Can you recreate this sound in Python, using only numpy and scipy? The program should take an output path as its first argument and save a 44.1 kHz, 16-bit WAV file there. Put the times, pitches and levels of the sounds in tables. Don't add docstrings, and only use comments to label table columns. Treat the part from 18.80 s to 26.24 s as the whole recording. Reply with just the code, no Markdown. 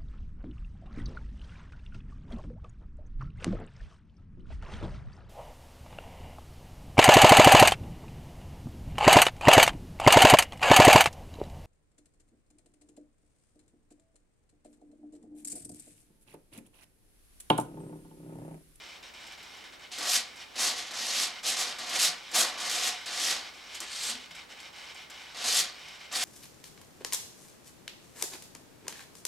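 import sys
import numpy as np
from scipy import signal
from scipy.fft import rfft, irfft
from scipy.io import wavfile
from scipy.ndimage import uniform_filter1d

SR = 44100
rng = np.random.default_rng(int(sys.argv[2]) if len(sys.argv) > 2 else 0)


def natural_amplitude(level_db):
    exponent = np.asarray(level_db, float) / 20
    return 10 ** exponent


def inscribe(sig):
    pcm = np.round(np.clip(np.atleast_2d(sig).T, -1, 1) * 32767)
    wavfile.write(sys.argv[1], SR, pcm.astype(np.int16))


N = 328104
TIME = np.arange(N) / SR


def rms_one(x):
    return x / np.sqrt(np.mean(x ** 2) + 1e-20)


def at_hz(points, hz):
    table_hz, values = np.transpose(points)
    return np.interp(np.log(hz), np.log(table_hz), values)


def drift(rate):
    r = np.exp(-80 * np.pi * rate / SR)
    white = rng.standard_normal(N // 40 + 2002)
    slow = signal.lfilter([1], [1, -2 * r, r * r], white)[2000:]
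    return np.interp(np.arange(N) / 40, np.arange(len(slow)), rms_one(slow))


def band(x, low_hz, high_hz):
    return signal.sosfilt(signal.butter(2, [low_hz, high_hz], "band", fs=SR, output="sos"), x)


def level(x, low_hz, high_hz):
    return x / np.sqrt(np.mean(band(x, low_hz, high_hz) ** 2))


def peak(x, hz, width_hz):
    r, w = np.exp(-np.pi * width_hz / SR), 2 * np.pi * hz / SR
    return signal.lfilter((1 - r * r) / 2 * np.array([1, 0, -1]), [1, -2 * r * np.cos(w), r * r], x)


def resonate(x, modes):
    for hz, width_hz, lift_db in modes:
        x = x + (natural_amplitude(lift_db) - 1) * peak(x, hz, width_hz)
    return x


def lag(x):
    return signal.lfilter([.03], [1, -.97], x)


def moves(rows, fall_db_s, clock, rest_db=-80):
    db, extra = np.full(N, rest_db * 1.), np.zeros(N)
    for s, length, start_db, end_db, *more in rows:
        stop = s + length + (end_db - rest_db) / fall_db_s
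        span = slice(round(s * SR), round(stop * SR) + 1)
        age = np.maximum(clock[span] - s, 0)
        ramp = np.interp(age, [0, length], [start_db, end_db])
        own = ramp - fall_db_s * np.maximum(age - length, 0)
        extra[span] = np.where(own > db[span], sum(more), extra[span])
        db[span] = np.maximum(own, db[span])
    return db, extra


def tooth_knocks(per_s, spread_db, rasp_db):
    size_db = spread_db * np.minimum(rng.exponential(1, (2, N)), 4)
    sizes = natural_amplitude(size_db) * rng.choice([-1, 1], (2, N))
    contact = rng.random((2, N)) < per_s / SR
    return rms_one(natural_amplitude(rasp_db * drift(95)) * sizes * contact + 1e-18)


def gear_train(knocks, colour, tilt_db, patchy_db, low_hz):
    out = 0
    edges = low_hz * 2 ** np.arange(0, np.log2(17000 / low_hz), .5)
    for k, (low, high) in enumerate(zip(edges, np.append(edges[1:], 19000))):
        hz = np.sqrt(low * min(high, 1.42 * low))
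        flicker = patchy_db * (drift(11.8) + 0.24 * drift(21))
        gain_db = at_hz(colour, hz) + flicker + tilt_db(hz)
        out = out + natural_amplitude(gain_db) * band(knocks[k % 2], low, high)
    return out


# (frequency [Hz], density [dB per Hz])
AIR_COLOUR = [(20, -17), (45, -1), (70, -7.5), (120, -5.5), (250, -1.5), (800, -1.5), (2500, -5),
              (6000, -14.5), (12000, -24), (16500, -24)]
# (frequency [Hz], left-right likeness [0..1])
AIR_LIKENESS = [(35, .99), (70, 0.63), (130, 0.56), (400, 0.12), (1500, 0.14), (5000, 0.6), (15000, 0.54)]
# (frequency [Hz], level [dB])
HUM = [(70.0, -76.5)]


def air():
    hz = np.maximum(np.arange(N // 2 + 1) * SR / N, 10)
    mid, side = rfft(rng.standard_normal((2, N)))
    alike = np.clip(at_hz(AIR_LIKENESS, hz), 0, 1)
    pair = np.sqrt(1 + alike) * mid + np.sqrt(1 - alike) * side * [[1], [-1]]
    noise = rms_one(irfft(pair * natural_amplitude(at_hz(AIR_COLOUR, hz)), N))
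    hum = 0
    for f, db in HUM:
        hum = hum + natural_amplitude(db + 2.3 * drift(1.2)) * np.sqrt(2) * np.sin(2 * np.pi * f * TIME)
    return natural_amplitude(-54.5) * noise + hum


# (time [s], length [s], buzz at start [dB], buzz at end [dB])
BOUTS = [(0, 0.16, -50.5, -52), (0.227, 0.057, -51.5, -52), (0.337, 0.19, -52, -49.5),
         (0.576, 0.25, -52.5, -52), (0.839, 0.017, -50, -48.5), (0.922, .008, -59, -51.5),
         (0.994, 0.044, -55, -50), (1.108, 0.45, -54, -53), (1.568, 0.054, -50.5, -48),
         (1.653, 0.11, -57.5, -59), (1.743, 0.85, -52, -48.5), (2.628, .865, -47.5, -50),
         (3.5, 0.69, -49, -44.5), (4.208, 0.025, -46, -45), (4.262, 0.43, -46, -48.5),
         (4.736, 0.22, -54, -48), (4.93, 0.53, -50, -53), (5.507, 0.048, -48, -57),
         (5.548, 0.062, -49, -50.5), (5.691, 0.032, -54, -48.5), (5.732, .07, -55, -49),
         (5.802, 0.069, -52, -50), (5.927, 0.067, -55.5, -47.5), (5.98, 0.13, -51.5, -48.5),
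         (6.149, 0.078, -51, -50), (6.298, 0.23, -51.5, -51), (6.55, 0.61, -54, -50.5),
         (6.992, 0.22, -51, -54.5), (7.2, 0.05, -49, -50), (7.247, 0.22, -58.5, -44)]
# (frequency [Hz], density [dB per Hz])
HUNT_COLOUR = [(400, -28), (700, -2), (1200, -4.5), (1900, -3), (2600, -3), (4000, -2), (5800, -8),
               (6600, -12.5), (9000, -15), (10000, -25.5), (16000, -43)]
# (frequency [Hz], width [Hz], lift [dB])
HUNT_MODES = [(1490, 100, 4), (2100, 90, 5), (2260, 150, 7), (2440, 70, 4), (2990, 170, 7.5),
              (3760, 140, 5), (4410, 80, 4), (5400, 300, 5), (5870, 80, 4), (7300, 120, 3), (8820, 120, 5)]


def hunting():
    buzz_db = moves(BOUTS, 250, TIME, rest_db=-68)[0] + .8 * drift(9.8)
    fresh = [(s, .001, 0, 0) for s, *_ in BOUTS]
    fizz_db = 0.5 * drift(15) + moves(fresh, 42, TIME, rest_db=-0.52)[0]

    def tilt_db(hz):
        return (fizz_db + 2.0) * np.interp(np.log(hz), np.log([5000, 8500]), [0, 1])

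    knocks = tooth_knocks(6000, 3.2, rasp_db=-0.24)
    body = gear_train(knocks, HUNT_COLOUR, tilt_db, patchy_db=0.6, low_hz=517)
    return resonate(lag(natural_amplitude(buzz_db - 1.5)) * level(body, 1300, 7300), HUNT_MODES)


# (frequency [Hz], reverberation time T60 [s])
ROOM_T60 = [(100, 0.24), (1000, 0.26), (5000, 0.12), (15000, 0.023)]
# (frequency [Hz], level [dB])
ROOM_COLOUR = [(100, 13), (700, 12), (3000, 12.5), (8000, 8), (14000, 18)]


def room(x):
    age = np.arange(round(.5 * SR)) / SR
    white, tail = rng.standard_normal((2, len(age))), 0
    for low in 80 * 2. ** np.arange(8):
        t60 = at_hz(ROOM_T60, low * 1.4)
        decay = natural_amplitude(at_hz(ROOM_COLOUR, low * 1.4) - 60 * age / t60)
        tail = tail + band(white, low, min(2 * low, 19000)) * decay / np.sqrt(t60)
    tail = tail * (age > .002) / np.sqrt(SR / 14)
    return signal.fftconvolve(x[None], tail, axes=1)[:, :N]


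# (time [s], peak [dB])
TWITCHES = [(.4673, -40), (.5214, -41), (.6285, -41), (.7692, -44), (1.117, -41), (1.1837, -26.5),
            (1.5594, -43), (1.7579, -35), (2.1131, -34), (2.6324, -33), (2.9854, -33), (3.062, -34),
            (3.0939, -25.5), (3.5144, -32), (3.8004, -30), (4.259, -34), (4.9454, -34), (4.9494, -32),
            (5.004, -27), (5.2317, -26), (5.551, -38), (5.8012, -39.5), (5.9748, -53), (6.1449, -43),
            (6.3003, -38.5), (6.5684, -39), (6.5884, -40), (7.0848, -42), (7.3248, -29.5), (7.3687, -22)]
# (frequency [Hz], width [Hz], lift [dB])
TWITCH_MODES = [(4970, 340, 8.5), (7560, 240, 8.5), (8600, 230, 5), (11600, 850, 5.5)]


def twitches():
    opening = [(s, start_db + 1) for s, _, start_db, _ in BOUTS[1:]]
    rows = TWITCHES + opening
    out, age = np.zeros(N), np.arange(round(.08 * SR)) / SR
    draws = rng.standard_normal((len(rows), 2, len(age)))
    for (s, peak_db), (noise, size) in zip(rows, draws):
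        spray = rms_one(noise * natural_amplitude(5 * size)) * natural_amplitude(-60 * age / .08)
        hz = 7300 * (1 + .07 * size[-1])
        tuned = band(spray, hz / 1.46, min(hz * 1.08, 16000)) * 0.5
        tuned = tuned + band(spray, 2500, 10500) * 0.5
        i = round(s * SR)
        out[i:i + len(age)] += natural_amplitude(peak_db - 6) * tuned[:N - i]
    return resonate(out, TWITCH_MODES)


# (time [s], level [dB])
NOZZLES = [
    (1.1, -0.5),
    (2.5, -4),
    (2.75, -0.5),
    (3.05, 0.5),
    (3.65, -2),
    (4.2, 3.5),
    (4.5, -5.5),
    (7.44, 0),
]


def tail_pipe(knocks, drive_db):
    pipe_hz, width_hz = 722, 45
    shaking_db = np.interp(TIME, *np.transpose(NOZZLES))
    ring = peak(lag(natural_amplitude(drive_db + shaking_db)) * knocks, pipe_hz, width_hz)
    return ring * np.sqrt(SR / np.pi / width_hz)


def sweeps(groups, laws, colour, modes, drone_db, fizz_db, step_db):
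    frame_s, first_frame_s = .02198, .0199
    since = (TIME - first_frame_s) % frame_s
    stepped = TIME + 0.18 * (frame_s / 2 - since)
    pairs = [moves(rows, fall_db_s, stepped) for rows, fall_db_s in groups]
    levels, loads = np.transpose(pairs, (1, 0, 2))
    rattle = levels.max(0)
    load = uniform_filter1d(np.choose(levels.argmax(0), loads), size=300)

    speed = np.maximum(rattle, -58) + 30
    drone, fizz, pipe = (laws[k][0] + laws[k][1] * speed for k in ("drone", "fizz", "pipe"))
    fizz = np.minimum(fizz, laws["fizz"][0] + laws["fizz"][1] * (-27.5 + 30))
    kick_db = step_db * np.exp(-since / 0.013) * np.clip(.75 + 0.7 * speed, .45, 1.3)

    def tilt_db(hz):
        dark = np.interp(np.log(hz), np.log([1200, 2000, 3500]), [1, .35, 0])
        bright = np.interp(np.log(hz), np.log([1990, 4130, 8350, 14000]), [-0.28, -0.0075, 1.24, 1.87])
        return (drone + load + drone_db) * dark + (fizz + fizz_db) * bright + kick_db * (.5 + bright)

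    knocks = tooth_knocks(6500, 2.24, rasp_db=1.0)
    body = gear_train(knocks, colour, tilt_db, patchy_db=0.87, low_hz=109.3)
    body = signal.sosfilt(signal.butter(4, 9260, fs=SR, output="sos"), body)
    hollow = tail_pipe(knocks[0], rattle + pipe + 0.52 * load)
    return resonate(lag(natural_amplitude(rattle - 2.0)) * level(body, 2380, 5700), modes) + hollow


# (time [s], length [s], gear rattle at start [dB], rattle at end [dB], shell load [dB])
THROWS = [(1.116, .065, -41, -40.5, -4), (1.181, 0.12, -39.5, -29.5, 5), (1.282, 0.073, -30.5, -26, -1),
          (2.061, .012, -43, -43, -2), (2.108, 0.0038, -30, -43, 6.5), (2.135, 0.3, -39, -29.5, 1.5),
          (2.985, 0.058, -41, -40, 4.5), (3.053, 0.11, -43, -30.5, 4.5), (3.189, 0.039, -29.5, -27, 0.5),
          (3.224, 0.029, -24.5, -25.5, 1.5), (3.776, 0.1, -39.5, -34.5, 5), (3.894, 0.15, -31, -34.5, 1.5),
          (4.026, 0.053, -32.5, -29.5, 2), (6.545, 0.083, -45.5, -36.5, 1), (6.64, .06, -32.5, -30, 3),
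          (6.7, 0.097, -31, -26.5, -1)]
# (time [s], length [s], gear rattle at start [dB], rattle at end [dB], shell load [dB])
RETURNS = [(1.755, .035, -45, -32.5, 2.5), (1.79, .031, -30.5, -29.5, 3.5), (1.821, 0.052, -29, -29.5, 4.5),
           (1.957, 0.033, -39, -36, 1.5), (2.632, 0.033, -41.5, -30.5, 2), (2.67, 0.032, -30, -30, 1),
           (2.764, 0.047, -33.5, -29.5, 2.5), (2.87, 0.016, -38, -37, 3.5), (3.513, 0.039, -53, -26.5, 5),
           (3.555, 0.052, -28, -26, 6.5), (4.259, .022, -37, -40, 0), (4.29, 0.16, -40, -30, 2),
           (4.432, 0.078, -31.5, -29.5, 2.5), (7.313, 0.047, -43.5, -29, 1.5),
           (7.403, .04, -34, -29.5, 0.5)]
SWEEP_LAWS = {"drone": (-13.5, -0.23), "fizz": (-7, 0.43), "pipe": (-17, -0.11)}
# (frequency [Hz], density [dB per Hz])
SWEEP_COLOUR = [(90, -39), (150, -30), (230, -14), (400, -13.5), (700, -6), (1100, -8.5), (2000, -4),
                (3700, 1.5), (5100, 1), (8000, -4), (11300, -6), (13500, -10), (16000, -0.5)]
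# (frequency [Hz], width [Hz], lift [dB])
SWEEP_MODES = [(1910, 40, 5), (3087, 30, 2.5), (3545, 45, 3), (3780, 50, 3), (4395, 30, 5), (4813, 30, 4),
               (4936, 25, 5), (5590, 40, 4), (7220, 40, 3), (8150, 30, 5), (11300, 700, 3), (11433, 20, 4)]
# (frequency [Hz], width [Hz], lift [dB])
SHELL_MODES = [(422, 58, -9), (574, 120, 0), (835, 210, -2), (1160, 53, 2.5)]


def flap_sweeps():
    groups = [(THROWS, 197), (RETURNS, 137)]
    return sweeps(groups, SWEEP_LAWS, SWEEP_COLOUR, SWEEP_MODES + SHELL_MODES,
                  drone_db=15.0, fizz_db=9, step_db=2.0)


# (time [s], peak [dB], frequency [Hz], T60 [s])
ROCKS = [
    (1.189, -47, 300, 0.18),
    (1.331, -58, 180, 0.23),
    (3.281, -47, 171, 0.14),
    (3.56, -44, 234, 0.2),
    (5.01, -47, 344, .2),
    (5.296, -45, 227, .2),
    (5.33, -47, 253, 0.29),
    (5.5, -58, 165, 0.35),
    (6.8, -51, 185, 0.21),
    (7.02, -63.5, 158, 1),
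]


def rocks():
    out = np.zeros(N)
    for s, peak_db, hz, t60 in ROCKS:
        age = np.maximum(TIME - s, 0)
        swell = (1 - np.exp(-age / 0.0076)) * natural_amplitude(peak_db - 60 * age / t60)
        out += swell * np.sin(2 * np.pi * hz * age * (1 - 0.023 * age))
    return out


# (time [s], length [s], gear rattle at start [dB], rattle at end [dB], shell load [dB])
RUDDER_SWINGS = [
    (4.905, .038, -54, -47, -4),
    (4.945, 0.018, -42, -44.5, -4),
    (5.003, .032, -43, -41, 8.5),
    (5.063, .058, -46.5, -41, 0),
    (5.125, .075, -41, -38.5, -1),
    (5.2, 0.072, -39, -33, 0.5),
    (5.273, 0.028, -35, -33.5, 2),
    (5.395, 0.026, -54, -51, -6),
]
RUDDER_LAWS = {"drone": (-16.5, .01), "fizz": (-1.7, 0.38), "pipe": (-22, .01)}
# (frequency [Hz], density [dB per Hz])
RUDDER_COLOUR = [(120, -25), (230, -17.5), (640, -10.5), (1300, -5.5), (2200, -4), (3500, 4.5), (5500, 0),
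                 (8300, -2), (10500, -15), (16000, 2)]
# (frequency [Hz], width [Hz], lift [dB])
RUDDER_MODES = [(3080, 90, 2), (4500, 80, 4), (5700, 80, 3), (7500, 130, 4), (8000, 600, 3), (8700, 400, 5),
                (11200, 700, 6)]


def rudder_sweeps():
    groups = [(RUDDER_SWINGS, 211)]
    return sweeps(groups, RUDDER_LAWS, RUDDER_COLOUR, RUDDER_MODES,
                  drone_db=18.5, fizz_db=4.5, step_db=1.0)


def scene():
    buzz = hunting()
    servos = twitches() + flap_sweeps() + rocks() + rudder_sweeps()
    direct = servos + buzz * natural_amplitude(np.array([[.05], [-.05]]))
    return direct + natural_amplitude(-12.5) * room(servos + buzz) + air()


def band_limit(x):
    return signal.sosfilt(signal.butter(12, 16220, fs=SR, output="sos"), x)


# (frequency [Hz], left minus right [dB])
PORT_TILT_DB = [(100, 0.12), (600, -0.81), (2500, -0.67), (8000, 0.4)]


def record(dry):
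    hz = np.maximum(np.arange(N // 2 + 1) * SR / N, 10)
    ports = natural_amplitude(at_hz(PORT_TILT_DB, hz) / 2 * [[1], [-1]]) * (hz < 15830)
    mix = irfft(rfft(dry) * ports, N)
    return band_limit(mix)


dry = scene()
out = record(dry)
inscribe(out)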